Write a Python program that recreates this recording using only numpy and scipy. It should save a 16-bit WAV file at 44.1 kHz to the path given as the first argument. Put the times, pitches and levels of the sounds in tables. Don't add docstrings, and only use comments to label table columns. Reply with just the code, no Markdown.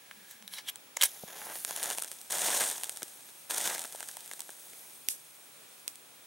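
import sys
import numpy as np
from scipy import signal
from scipy.fft import rfft, irfft, next_fast_len
from scipy.io import wavfile
from scipy.ndimage import map_coordinates

SR = 44100
rng = np.random.default_rng(int(sys.argv[2]) if len(sys.argv) > 2 else 0)


def dump_mix(stems):
    frames = np.atleast_2d(stems).T
    limited = np.clip(frames, -1, 1)
    pcm = np.round(limited * 32767).astype(np.int16)
    wavfile.write(sys.argv[1], SR, pcm)


N = 276198

# start_s, swell_s, hold_s, burnout_db_per_s, fizz_db, flutter_db, glow_db, fading_db_per_s
FLAMES = [(1.034, .01, 0.018, 96, -46.5, -69, -47.5, 10), (1.26, 0.22, 0.032, 130, -46, -46, -52.5, 15),
          (1.668, .23, 0.019, 232, -37.5, -42.5, -45.5, 22), (2.299, .16, .185, 103.5, -30, -37, -45, 12.5),
          (3.494, .01, 0.12, 114, -35, -41.5, -53.5, 21), (3.641, 0.036, 0.011, 111, -33, -37, -46.5, 6)]
# frequency_hz, level_db
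PUFF_COLOUR = [(40, -53), (90, -31.5), (170, -10), (300, -10.5), (550, -1), (850, 2), (1250, -4.5),
               (1650, 1.3), (2200, -4), (3200, -10), (6000, -42.5), (16000, -59)]


def amp(db):
    return 10 ** (np.asarray(db) / 20)


def unit(x):
    return x / np.sqrt(np.mean(x ** 2) + 1e-20)


def along(points, hz):
    f, v = np.transpose(points)
    return np.interp(np.log(hz + 1), np.log(f + 1), v)


def wobble(rate):
    knots = rng.standard_normal(int(N * rate / SR) + 4)
    return map_coordinates(knots, [np.arange(N) * rate / SR])


def filtered(x, response):
    size = next_fast_len(x.shape[-1] + 8192)
    spectrum = rfft(x, size) * response(np.fft.rfftfreq(size, 1 / SR))
    return irfft(spectrum, size)[..., :x.shape[-1]]


def ringing(x, gain, size=2048):
    cepstrum = irfft(np.log(gain(np.fft.rfftfreq(size, 1 / SR)) + 1e-6))
    folded = 2 * cepstrum * (np.arange(size) < size // 2)
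    pulse = irfft(np.exp(rfft(folded)))
    return signal.oaconvolve(x, pulse / np.linalg.norm(pulse))[:len(x)]


def coloured(x, spectrum):
    return ringing(x, lambda hz: amp(along(spectrum, hz)))


def tilted(x, slope_db):
    return filtered(x, lambda hz: amp(slope_db * np.log2(np.maximum(hz, 1200) / 6000)))


def add(track, s, x):
    i = max(round(s * SR), 0)
    track[i:i + len(x)] += x[:max(len(track) - i, 0)]


def click(tail_db, decay, size=1024):
    scatter = rng.standard_normal(size) * np.exp(-np.arange(size) / SR / decay)
    x = signal.unit_impulse(size) + amp(tail_db) * scatter / np.linalg.norm(scatter)
    return x / np.linalg.norm(x)


def grains(rate, spread_db):
    chance = np.clip(rate / SR, 1e-4, 1)
    sizes = unit(amp(spread_db * np.minimum(rng.standard_normal(N), 2)))
    return (rng.random(N) < chance) * sizes / np.sqrt(chance)


def swell(s, rise, fall):
    t = np.arange(N) / SR - s
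    return np.exp(-np.where(t < 0, -t / rise, t / fall))


def hum(sag_hz_per_s=300):
    # peak_s, half_length_s, pitch_hz (at the peak), level_db
    hum_swells = [(0.174, 0.04, 210, -65.5), (.445, 0.057, 207, -62.5)]
    out = np.zeros(N)
    for s, length, hz, db in hum_swells:
        t = np.arange(N) / SR - s
        phase = 2 * np.pi * (hz * t - .5 * sag_hz_per_s * t ** 2)
        rough_tone = (1 + wobble(60.3)) * np.sin(phase) + wobble(60.3) * np.cos(phase)
        out += amp(db) * np.exp(-.5 * (t / length) ** 2) * unit(rough_tone)
    return out


def background(air_db=-56.5, whine_db=-63.5, whine_hz=15734):
    # frequency_hz, level_db
    air_colour = [(25, -10), (60, -7), (120, -3), (200, -1.5), (500, 1.5), (1200, -0.5), (2050, -1.5),
                  (2450, 1.5), (2900, -3), (3450, -0.5), (4500, -5.5), (9300, -6), (9950, -2.5),
                  (10600, -5), (15400, -15)]
    # frequency_hz, correlation (-1 to 1)
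    air_likeness = [(30, .1), (120, 0.77), (500, 0.067), (2000, 0.068), (6000, 0.26), (15000, 0.92)]

    def mid_and_side(hz):
        angle = np.arccos(np.clip(along(air_likeness, hz), -1, 1)) / 2
        return amp(along(air_colour, hz)) * [np.cos(angle), np.sin(angle)]

    mid, side = filtered(rng.standard_normal((2, N)), mid_and_side)
    air = amp(air_db + 0.55 * wobble(4.26)) * unit(np.array([mid + side, mid - side]))
    whine_phase = 2 * np.pi * np.cumsum(whine_hz + 5 * wobble(30)) / SR
    whine = amp(whine_db + wobble(8)) * unit(np.sin(whine_phase))
    return air + hum() + whine


def surroundings(x, far_db=-26):
    # frequency_hz, level_db
    scatter_colour = [(100, -6), (300, -15), (800, -13.5), (2000, -24.5), (6000, -24.5), (16000, -17)]
    t = np.arange(SR // 5) / SR

    def tail(t60):
        decaying = rng.standard_normal((2, len(t))) * amp(-60 * t / t60)
        return unit(decaying * (t > .0003)) / np.sqrt(len(t))

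    sideways = filtered(tail(0.035)[0], lambda hz: amp(along(scatter_colour, hz)))
    near = amp(-15) * tail(.05)
    answer = near + amp(far_db) * tail(0.14) + np.array([sideways, -sideways])
    return signal.oaconvolve(x[None], answer, axes=1)[:, :N]


def contact(x, slope_db, hz_spot, lift_db=5, sharpness=9):
    def favour(hz):
        return 0.76 + amp(lift_db) / (1 + (sharpness * (hz / hz_spot - 1)) ** 2)
    return filtered(tilted(x, slope_db), favour)


def matchbox():
    # peak_s, rise_s, fall_s, drive_db, brightness_db_per_octave, favoured_hz
    rubs = [(.3, .3, .17, -54.5, 1.5, 1680), (.313, 0.014, 0.017, -54, 4, 7000),
            (.541, 0.017, 0.013, -43, -1, 10900), (.572, 0.019, 0.016, -45.5, 0.5, 3950),
            (.589, 0.0064, 0.01, -42, -3, 5000), (0.69, 0.011, 0.0068, -33.5, 0.5, 3300),
            (.699, 0.0044, 0.0018, -37, 2.5, 11800), (0.97, 0.0013, 0.0015, -25, 2.5, 6740),
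            (1.033, 0.017, 0.012, -32.5, -5, 6600), (1.057, 0.014, 0.007, -27.5, 3, 9600)]
    # start_s, drive_energy_db, brightness_db_per_octave, favoured_hz
    snags = [(0.112, -23, -4, 1390), (0.3109, -24, 3, 14000), (.425, -29, -4, 8040),
             (.478, -16.5, 1.5, 3630), (0.5373, -20.5, -2, 4000), (0.585, -18, 1, 2190),
             (.686, -16, 2, 3200), (.758, -20, 1, 8100), (.970, -19.5, -8.5, 1680), (1.012, -4, 0.5, 3300),
             (1.0161, 1, 3, 3240), (1.0237, 2.5, -1.5, 8000), (1.0337, 1.5, -1.5, 7900),
             (1.0371, 2, 10, 6030), (1.043, -12, 10, 13000)]
    # frequency_hz, width_hz, level_db
    box_resonances = [(614, 340, -9), (930, 200, 5), (1674, 150, 14), (2174, 174, 13), (3180, 520, 11),
                      (3900, 270, 9.5), (5820, 600, 7.5), (6950, 210, 0), (8230, 480, 6.5),
                      (11100, 2400, 7.5), (11900, 840, -1), (12860, 620, 1)]
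    # frequency_hz, level_db
    strike_colour = [(100, -46), (350, -35), (520, -2), (1200, -3.5), (4600, 0.5), (9000, 0.5), (12000, -3),
                     (16000, -2.5)]

    grit = grains(9000, spread_db=0.5)
    force = np.zeros(N)
    for s, rise, fall, db, slope_db, hz in rubs:
        force += amp(db) * swell(s, rise, fall) * contact(grit, slope_db, hz)
    for s, db, slope_db, hz in snags:
        add(force, s, amp(db) * contact(click(tail_db=10.0, decay=0.001), slope_db, hz))

    def strike_gain(hz):
        power = 1
        for centre, width, db in box_resonances:
            power = power + amp(db) ** 2 / (1 + (2 * (hz - centre) / width) ** 2)
        return amp(along(strike_colour, hz)) * np.sqrt(power)

    return ringing(force, strike_gain)


def spit_sound(sputter):
    # start_s, snap_energy_db, puff_energy_db, hiss_drive_db, hiss_delay_s, hiss_decay_s
    bursting_pockets = [(5.0867, 0, -26.5, -33.5, 0.021, 0.025), (5.879, -5.5, -25.5, -47.5, 0.008, 0.029)]
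    # frequency_hz, level_db
    crack_colour = [(300, -22), (1200, -14), (2500, -4), (5000, -2), (8500, -1), (11500, 1), (16000, -6)]
    # frequency_hz, level_db
    hiss_colour = [(300, -47.5), (2500, -11), (5000, -6.0), (8800, 4), (11500, 4), (16000, -16)]
    vent_puff_colour = [(60, -25), (250, -2), (600, 0), (1100, -9), (2000, -8), (6000, -25)]

    snaps, puffs, vents = np.zeros((3, N))
    for s, snap_db, puff_db, hiss_db, delay, decay in bursting_pockets:
        add(snaps, s, amp(snap_db) * click(tail_db=-4, decay=.0012))
        add(puffs, s, amp(puff_db) * click(tail_db=-6, decay=.002))
        burst_open = np.arange(N) > s * SR
        vents += amp(hiss_db) * swell(s + delay, delay, decay) * burst_open * sputter
    return coloured(snaps, crack_colour) + coloured(vents, hiss_colour) + coloured(puffs, vent_puff_colour)


def spits():
    lag_s, right_db = .00034, 1
    shared = grains(7000, spread_db=3)
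    left, right = (spit_sound(unit(shared + rng.standard_normal(N))) for side in range(2))
    late_left = filtered(left, lambda hz: np.exp(-2j * np.pi * hz * lag_s))
    return np.array([amp(-right_db) * late_left, amp(right_db) * right])


def opened(s):
    opens_at_s, opening_s = 1.78, .085
    return .5 + .5 * np.tanh((s - opens_at_s) / (2 * opening_s))


def fire():
    catch_s, swell_db_per_s = .012, 37.5
    glow_ref_db, glow_flutter_db, flutter_law = -47, -54.5, 2.35
    fizz, flutter = np.full((2, N), 1e-12)
    for s, swell_s, hold_s, burnout, fizz_db, flutter_db, glow_db, fading in FLAMES:
        age = np.arange(N) / SR - s
        lit = np.clip(age / catch_s, 0, 1)
        spent = np.maximum(age - swell_s - hold_s, 0)
        blaze_db = -swell_db_per_s * np.maximum(swell_s - age, 0) - burnout * spent
        after_db = glow_db - fading * spent
        after_flutter_db = glow_flutter_db + flutter_law * (after_db - glow_ref_db)
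        fizz += lit * (amp(fizz_db + blaze_db) ** 2 + amp(after_db) ** 2)
        flutter += lit * (amp(flutter_db + blaze_db) ** 2 + amp(after_flutter_db) ** 2)
    return 10 * np.log10(fizz), 10 * np.log10(flutter)


def creep():
    # peak_s, rise_s, fall_s, level_db
    creep_swells = [(1.14, .06, 0.12, -49), (1.392, .006, .02, -46), (1.455, .015, .012, -41.5),
                    (1.56, 0.053, 0.17, -39.5), (1.69, .02, .03, -55), (4.78, 0.25, 0.28, -52.5)]
    # frequency_hz, level_db
    creep_colour = [(3000, -18), (8000, -11), (9500, -3), (11400, -5), (13000, -10), (16000, -7)]
    level = sum(amp(db) * swell(s, rise, fall) for s, rise, fall, db in creep_swells)
    alight = np.arange(N) / SR > FLAMES[0][0]
    return alight * level * coloured(grains(8000, spread_db=6), creep_colour)


def crackles(fizz_db, flutter_db, snap_spread_db=5.5, puff_spread_db=6, count=700):
    full_rate_per_s, onset_db, knee_db = 50, -49, 1.13
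    onset_snap_db, growth = -23.5, 0.71
    puff_over_flutter_db, fresh_softer_db = 19, 7

    when, luck, snap, puff = rng.random((count, 4)).T
    at = (when * N).astype(int)
    heat_db = fizz_db[at] - onset_db
    rate = full_rate_per_s * (.5 + .5 * np.tanh(heat_db / (2 * knee_db)))
    freshness = 1 - opened(at / SR)
    snap_db = onset_snap_db + growth * heat_db - fresh_softer_db * freshness
    snap_db = snap_db + snap_spread_db * (2 * snap - 1)
    puff_db = flutter_db[at] + puff_over_flutter_db + puff_spread_db * (2 * puff - 1)
    happens = luck < rate * N / SR / count
    return np.transpose([at / SR, snap_db, puff_db])[happens]


def pops(bursts, dulling=0.64, hard_db=11):
    # start_s, energy_db, pitch_hz
    ignitions = [(1.2338, -29, 664), (1.2359, -19.5, 196), (1.2362, -17.5, 553), (3.0305, -23, 351)]
    # frequency_hz, level_db
    snap_colour = [(300, -30.5), (1200, -10), (2200, -6.5), (3600, -1), (4600, -4), (6500, 0), (9000, 6),
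                   (11000, -0.5), (13500, -2), (16000, -18)]

    snaps, puffs, whumps = np.zeros((3, N))
    for s, snap_db, puff_db in bursts:
        slope_db = -dulling * np.clip(hard_db + puff_db - snap_db, 0, 10)
        add(snaps, s, amp(snap_db) * tilted(click(tail_db=-5.5, decay=0.0011), slope_db))
        add(puffs, s, amp(puff_db + 1.5) * click(tail_db=6.5, decay=0.0012))
    t = np.arange(SR // 20) / SR
    for s, db, hz in ignitions:
        push = t * np.sin(2 * np.pi * hz * t) * np.exp(-2.2 * hz * t)
        add(whumps, s, amp(db) * push / np.linalg.norm(push))
    return coloured(snaps, snap_colour) + coloured(puffs, PUFF_COLOUR) + whumps


def jet(fizz_db, wide_hz=1200, narrow_hz=520, weak_db=-58):
    fresh_hz, open_hz, over_fizz_db = 11300, 8610, -5.5
    share = opened(np.arange(N) / SR)
    centre_hz = fresh_hz + (open_hz - fresh_hz) * share
    db = fizz_db + over_fizz_db
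    carrier = np.exp(2j * np.pi * np.cumsum(centre_hz) / SR)

    def band(width_hz):
        pole = np.exp(-2 * np.pi * width_hz / SR)
        shifted = grains(3500, spread_db=8) / carrier
        resonance = signal.lfilter([1], np.poly([pole, pole]), shifted)
        return unit((resonance * carrier).real)

    narrow = 1 / (1 + amp(db - weak_db) ** 2)
    hiss = np.sqrt(1 - narrow) * band(wide_hz) + np.sqrt(narrow) * band(narrow_hz)
    return share ** .3 * amp(db + 0.98 * wobble(40)) * hiss


def flare(fizz_db, flutter_db, clump_db=2.5, gust_db=2):
    # frequency_hz, level_db
    fizz_colour = [(300, -47.5), (1500, -9.5), (2700, -15.5), (3500, -1), (4600, -7), (5600, -3), (6900, 1),
                   (7700, -7.5), (10200, -2.5), (11500, -5.5), (13500, -5.5), (16000, -11.5)]
    sizzle_colour = [(1500, -26.5), (4800, -7.5), (6400, 0), (7500, -16), (11000, 5.5), (16000, -5.5)]

    vigour = amp(fizz_db + 31)
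    bursts = unit(grains(1100 + 4500 * vigour, spread_db=5.0) * amp(clump_db * wobble(130)))
    smooth = np.clip(1 / (1 + (vigour / 0.11) ** 2), 0, .75)
    sizzle = coloured(rng.standard_normal(N), sizzle_colour) * amp(1.5 * wobble(25))
    fizz = np.sqrt(1 - smooth) * coloured(bursts, fizz_colour) + np.sqrt(smooth) * sizzle
    eddies = unit(grains(300 + 2500 * vigour, spread_db=4) * amp(gust_db * wobble(45)))
    flutter = coloured(0.59 * bursts + 0.64 * eddies, PUFF_COLOUR)
    return amp(fizz_db - 3.0) * fizz + amp(flutter_db) * flutter


def scene():
    # start_s, snap_energy_db, puff_energy_db
    single_bursts = [(1.4998, -20, -22), (1.556, -17.5, -19), (1.649, -5.5, -18), (1.7092, -11, -17.5),
                     (1.7631, -9, -25), (1.8298, -6, -27), (1.8358, -9, -25), (1.8582, -10, -20),
                     (1.9023, -8, -25.5), (1.911, -11, -14.5), (1.9758, -16, -25), (1.9844, -7.5, -17.5),
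                     (2.0228, -7.5, -22.5), (2.0364, -14, -29), (2.0459, -14, -23), (2.1159, -14, -25.5),
                     (2.3085, -11.5, -21.5), (2.639, -8, -12.5), (2.835, -7, -23.5), (2.8431, -9, -26),
                     (2.8948, -8.5, -22), (2.962, -22, -39), (2.9724, -15.5, -26), (3.0214, -21, -16.5),
                     (3.0308, -8.5, -29), (3.2895, -28, -34), (3.5092, -6.5, -16), (3.7937, -11, -26),
                     (3.84, -14.5, -39), (3.8486, -25, -21), (3.9484, -27, -25), (4.0059, -13.5, -21.5),
                     (4.0286, -16, -22.5), (4.087, -15.5, -37), (4.0913, -31, -25.5), (4.1696, -14.5, -24),
                     (4.2602, -22, -41.5), (4.278, -22, -40), (4.314, -19.5, -18), (4.3354, -15.5, -27.5),
                     (4.3944, -17, -25), (4.4055, -12, -29), (4.4187, -22, -34), (4.4925, -27, -23.5),
                     (4.734, -26, -30), (5.9569, -24.5, -46)]
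    fizz_db, flutter_db = fire()
    bursts = [*single_bursts, *crackles(fizz_db, flutter_db)]
    flame = flare(fizz_db, flutter_db) + jet(fizz_db) + creep() + pops(bursts)
    centre = matchbox() + flame
    aside = spits()
    reflected = surroundings(centre + aside.mean(axis=0))
    return centre + aside + reflected + background()


def record(dry, low_cut_hz=85, top_hz=15830):
    thin = signal.sosfilt(signal.butter(2, low_cut_hz, "high", fs=SR, output="sos"), dry)
    return filtered(thin, lambda hz: np.clip((top_hz - hz) / 100 + .5, 0, 1))


dry = scene()
out = record(dry)
dump_mix(out)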